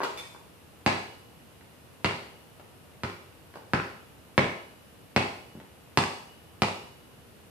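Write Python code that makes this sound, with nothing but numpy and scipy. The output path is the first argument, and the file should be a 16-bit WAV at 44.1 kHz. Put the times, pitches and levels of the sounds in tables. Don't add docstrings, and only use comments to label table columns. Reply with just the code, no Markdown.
import sys
import numpy as np
from scipy import signal
from scipy.fft import rfft, irfft
from scipy.io import wavfile
from scipy.ndimage import uniform_filter1d

SR = 44100
rng = np.random.default_rng(int(sys.argv[2]) if len(sys.argv) > 2 else 0)


def materialize(psi):
    bounded = np.clip(np.atleast_2d(psi).T, -1, 1)
    quanta = np.round(bounded * 32767).astype(np.int16)
    wavfile.write(sys.argv[1], SR, quanta)


N = 330730
SIZE = 65536
HZ, AGE = np.fft.rfftfreq(SIZE, 1 / SR), np.arange(SIZE) / SR
LEFT_LAG_S = .00007


# t/s, level/dB, treble tilt/(dB per octave), hollow band f/Hz, dull band f/Hz
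BOUNCES = [ (0.8631, -17, 0, 790, 530), (2.046, -20, 0.07, 990, 230), (3.0353, -28, 0.2, 1320, 775),
           (3.7353, -17, -2.5, 1420, 470), (4.3791, -12.5, -2, 574, 4700), (5.1632, -15, -0.2, 855, 1510),
           (5.9742, -16, 1.84, 880, 1510), (6.6205, -17.5, 1.24, 760, 1730), ]

def ball(level_db=33, usual_db=-19.5, ping_db_per_tilt=1.8, drying_db_per_s=0.6335):
    out, ping_tones, boom_tones = np.zeros((2, N)), air_ping(), carport_boom()
    for s, db, tilt, hollow_hz, dull_hz in BOUNCES:
        slap = skin_slap(tilt, hollow_hz, dull_hz)
        ping = amp(ping_db_per_tilt * tilt) * ping_tones
        thump = amp(-2 - 0.53 * (db - usual_db)) * boom_tones
        space = sound_paths() + amp(-0.22 - drying_db_per_s * s) * reverb()
        add(out, s, amp(db + level_db) * irfft((slap + ping) * space + thump))
    return out


# f/Hz, level/dB
SLAP_TONE = [(30, -54), (45, -20), (60, -9), (100, -5), (220, 2.5), (420, -1.5), (900, -4.5), (1500, -3),
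             (2600, -5), (3050, -11), (4700, -12), (6200, -22), (9000, -25), (11500, -31), (14000, -45)]

def skin_slap(tilt, hollow_hz, dull_hz, hollow_db=5, dull_db=-3, ripple_db=2.4, ripple_gap_hz=130):
    treble_octaves = np.log2(1 + (HZ / 1200) ** 2) / 2
    knots = np.arange(0, SR / 2 + ripple_gap_hz, ripple_gap_hz)
    above_thump = 1 - np.exp(-(HZ / 600) ** 2)
    ripple = ripple_db * above_thump * np.interp(HZ, knots, rng.standard_normal(len(knots)))
    colour = hollow_db * band(hollow_hz) + dull_db * band(dull_hz) + ripple
    return sharp_pulse(read(SLAP_TONE, HZ) + tilt * treble_octaves + colour)


# f/Hz, level/dB, fade/s (the time to drop by 60 dB)
PING_NOTES = [(978, -60, 0.29), (1055, -58, 0.31), (1302, -56.5, 0.17), (1800, -87, 1), (1997, -61, 0.2),
              (2250, -61, 0.25), (2430, -75, 0.11), (2480, -80, 0.15)]

def air_ping(rest_hz=2945, flat_hz=80, settle_s=0.22, long_db=-74.5, fade_s=1.56):
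    pitch = rest_hz - flat_hz * np.exp(-AGE / settle_s)
    fade = np.exp(-np.log(1000) * AGE / fade_s)
    long_note = amp(long_db) * np.sin(2 * np.pi * np.cumsum(pitch) / SR) * fade
    return ring(PING_NOTES) + rfft(long_note)


# f/Hz, level/dB, fade/s
BOOM_NOTES = [(63.4, -64.5, 0.66), (99.5, -43.5, 0.38), (130.95, -39, 0.17), (165.1, -38.5, 0.04),
              (203.4, -47.5, 0.19), (238.6, -64, 1), (351.7, -51, 0.59), (402, -49, 0.57),
              (537.5, -54.5, 0.59), (672, -51, 0.2), (806, -58.5, 0.69), (836, -47, 0.14)]

def carport_boom(late_s=0.0016):
    return ring(BOOM_NOTES) * delay(late_s)


# f/Hz, level/dB, fade/s
BOARD_NOTES = [(408, 5.5, 0.07), (502, -1.5, 0.21), (552, 5.5, 0.038), (664, 7.5, 0.029), (870, 4, 0.028),
               (964, 12.5, 0.03), (1070, 12.5, 0.018), (1130, -9, 0.037), (1420, 9.5, 0.018)]
# t/s, level/dB, top of the clatter f/Hz
BOARD_KNOCKS = [(.004, -3, 1100), (.016, -7.5, 1560), (.033, -2, 2740), (.348, -20.5, 696)]

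def backboard(paths, board_db=-36, clatter_db=11, low_cut_hz=360):
    out, clunk = np.zeros((2, N)), ring(BOARD_NOTES)
    space = amp(-2) * paths + amp(-5) * reverb()
    for s, db, top_hz in BOARD_KNOCKS:
        knock = amp(board_db) * clunk + amp(clatter_db) * clatter(top_hz)
        add(out, s, amp(db) * irfft(knock * cut_bass(low_cut_hz) * space))
    return out


# f/Hz, level/dB, fade/s
RIM_NOTES = [(2294, 7, 0.036), (2500, 9, 0.022), (3526, 7.5, 0.063), (4689, -5.5, 0.16), (5803, -26, .08),
             (7360, -17, .03), (8600, -11, .03), (9400, -15, .03), (11130, -7, .02)]
# t/s, level/dB
RIM_CLINKS = [(.175, -1), (.190, -8.5)]

def rim(paths, ring_db=-47, clatter_db=-11):
    out, steel = np.zeros((2, N)), ring(RIM_NOTES)
    space = paths + amp(1) * reverb()
    for s, db in RIM_CLINKS:
        clink = amp(ring_db) * steel + amp(clatter_db) * clatter(top_hz=9000)
        add(out, s, amp(db) * irfft(clink * space))
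    return out


def clatter(top_hz, bottom_hz=850, rattle_s=.013):
    return scatter(rattle_s) * (1 - cut_treble(bottom_hz)) * cut_treble(top_hz) ** 2


# t/s, level/dB
HAND_PATS = [(1.61, -10.5), (2.597, -7), (3.540, -5), (3.557, 1.5), (5.601, -4.5)]

def hands(paths, palm_db=-1, fingers_db=-9, contact_s=0.0021, reverb_db=-4):
    out = np.zeros((2, N))
    palm = amp(palm_db) * thud(pitch_hz=380, top_hz=560)
    for s, db in HAND_PATS:
        fingers = amp(fingers_db) * thud(pitch_hz=700, top_hz=1900) * scatter(contact_s)
        space = paths + amp(reverb_db) * reverb()
        add(out, s, amp(db) * irfft((palm + fingers) * space))
    return out


# t/s, level/dB
FOOTFALLS = [(5.552, 0), (5.574, -1), (6.839, -7)]

def feet(paths, level_db=7.5, reverb_db=-14):
    out, sole = np.zeros((2, N)), thud(pitch_hz=150, top_hz=210)
    for s, db in FOOTFALLS:
        space = paths + amp(reverb_db) * reverb()
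        add(out, s, amp(db + level_db) * irfft(sole * space))
    return out


# delay t/s, level/dB
ECHOES = [(.0028, -12), (.0038, -11.5), (.0053, -11.5), (0.01, -12.5), (0.0135, -6.5), (0.032, -21),
          (0.0398, -37), (0.064, -11.5)]

def sound_paths(smooth_hz=900, top_hz=7000, rough_s=0.0011, spread_s=0.000097):
    straight = np.array([delay(round(LEFT_LAG_S * SR) / SR), delay(0)])
    lags = rng.uniform(-spread_s, spread_s, len(ECHOES))
    whole, echoes = cut_treble(smooth_hz), 0
    for (s, db), lag in zip(ECHOES, lags):
        surface = whole + (1 - whole) * scatter(rough_s)
        echoes = echoes + amp(db) * surface * np.array([delay(s + lag), delay(s - lag)])
    return straight + echoes * cut_treble(top_hz)


# f/Hz, level/dB
REVERB_TONE = [(40, 3), (100, 6.5), (200, 13), (290, -1.5), (400, 7.5), (620, 4.5), (800, 8), (1000, 7),
               (1500, 5), (2500, 7.5), (5000, 4.5), (8000, 5.5), (13000, 0)]
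# f/Hz, fade/s
REVERB_FADE = [(60, 0.23), (200, 0.43), (500, 0.65), (1000, 0.57), (2500, 0.56), (5000, 0.66),
               (12000, 0.68)]
# f/Hz, likeness (1 = the same)
REVERB_LIKENESS = [(100, 1), (250, 0.86), (500, .55), (1000, -0.043), (2000, -0.14), (4000, 0.024),
                   (10000, -0.011)]

def reverb(build_s=0.0018):
    hz, t, noise = signal.stft(irfft(noise_pair(REVERB_LIKENESS, SIZE)), SR, nperseg=512)
    fall = np.log(1000) / read(REVERB_FADE, hz)[:, None]
    fade = np.exp(-fall * t) * np.sqrt(2 * fall / SR)
    shaped = noise * amp(read(REVERB_TONE, hz))[:, None] * fade
    tail = signal.istft(shaped, SR, nperseg=512)[1][:, :SIZE]
    return rfft(tail * (1 - np.exp(-AGE / build_s)))


# f/Hz, level/dB
AIR_TONE = [(25, 11.5), (50, 3.5), (90, 7.5), (170, 3.5), (300, 0), (480, -2), (1000, -7), (2200, -12.5),
            (2800, -11.5), (3200, -14), (6300, -21.5), (8300, -21), (9500, -17.5), (14400, -20.5)]
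# f/Hz, likeness
AIR_LIKENESS = [(30, 1), (100, 0.59), (250, 0.38), (500, 0.37), (1000, 0.18), (2000, 0.0), (12000, 0.073)]

def outdoor_air(level_db=-51.5, patchy_db=0.2):
    hz, _, noise = signal.stft(irfft(noise_pair(AIR_LIKENESS, N), N), SR, nperseg=2048)
    patches = uniform_filter1d(rng.standard_normal(noise.shape), size=14, axis=0)
    patches = uniform_filter1d(patches, size=6, axis=1)
    shaped = noise * amp(read(AIR_TONE, hz)[:, None] - patchy_db * patches / patches.std())
    wash = signal.istft(shaped, SR, nperseg=2048)[1][:, :N]
    return amp(level_db) * wash / wash.std()


# multiple of base_hz, level/dB
FAINT_TONES = [(8, -71), (42, -86), (43, -83), (44, -84), (45, -83), (48, -78.5), (49, -84)]

def motor_and_high_tone(base_hz=59.33, waver_hz=2.38):
    out, t = np.zeros((2, N)), np.arange(N) / SR
    knots = np.arange(0, N / SR + 1, .1)
    for multiple, db in FAINT_TONES:
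        hz = multiple * base_hz
        pitch = hz + waver_hz * np.interp(t, knots, rng.standard_normal(len(knots)))
        arrival_s = rng.uniform(-LEFT_LAG_S, LEFT_LAG_S, (2, 1))
        out += amp(db) * np.sqrt(2) * np.sin(2 * np.pi * (np.cumsum(pitch) / SR + hz * arrival_s))
    return out


def amp(db):
    return 10 ** (np.asarray(db) / 20)


def read(points, hz):
    f, value = np.transpose(points)
    return np.interp(np.log(hz + 1), np.log(f + 1), value)


def add(mix, s, sound):
    part = mix[:, max(round(s * SR), 0):][:, :sound.shape[1]]
    part += sound[:, :part.shape[1]]


def sharp_pulse(db):
    log_gain = np.log(amp(np.maximum(db, -100)))
    mirrored = np.concatenate([log_gain, log_gain[-2:0:-1]])
    return np.exp(np.conj(signal.hilbert(mirrored)))[:len(db)]


def ring(notes):
    return rfft(sum(amp(db) * np.sin(2 * np.pi * hz * AGE) * np.exp(-np.log(1000) * AGE / fade_s)
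                    for hz, db, fade_s in notes))


def thud(pitch_hz, top_hz):
    return cut_bass(pitch_hz) * cut_treble(top_hz) ** 2


def scatter(spread_s):
    burst = rng.standard_normal(SIZE) * np.exp(-AGE / spread_s)
    return rfft(burst / np.linalg.norm(burst))


def band(hz, octaves=0.31):
    return np.exp(-(np.log2((HZ + 1) / hz) / octaves) ** 2)


def cut_bass(hz):
    u = 1j * HZ / hz
    return u ** 2 / (1 + u + u ** 2)


def cut_treble(hz):
    return 1 / (1 + 1j * HZ / hz)


def delay(s):
    return np.exp(-2j * np.pi * HZ * s)


def noise_pair(likeness, size):
    a, b = rfft(rng.standard_normal((2, size)))
    same = np.clip(read(likeness, np.fft.rfftfreq(size, 1 / SR)), -1, 1)
    mid, side = a * np.sqrt((1 + same) / 2), b * np.sqrt((1 - same) / 2)
    return np.array([mid + side, mid - side])


def scene():
    paths = sound_paths()
    play = ball() + backboard(paths) + rim(paths) + hands(paths) + feet(paths)
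    return play + outdoor_air() + motor_and_high_tone()


def record(dry, bottom_hz=68, top_hz=14560):
    lean = signal.sosfilt(signal.butter(4, bottom_hz, "highpass", fs=SR, output="sos"), dry)
    low_pass = signal.firwin(801, top_hz, window=("kaiser", 9), fs=SR)
    return signal.oaconvolve(np.clip(lean, -1, 1), low_pass[None], "same")


dry = scene()
out = record(dry)
materialize(out)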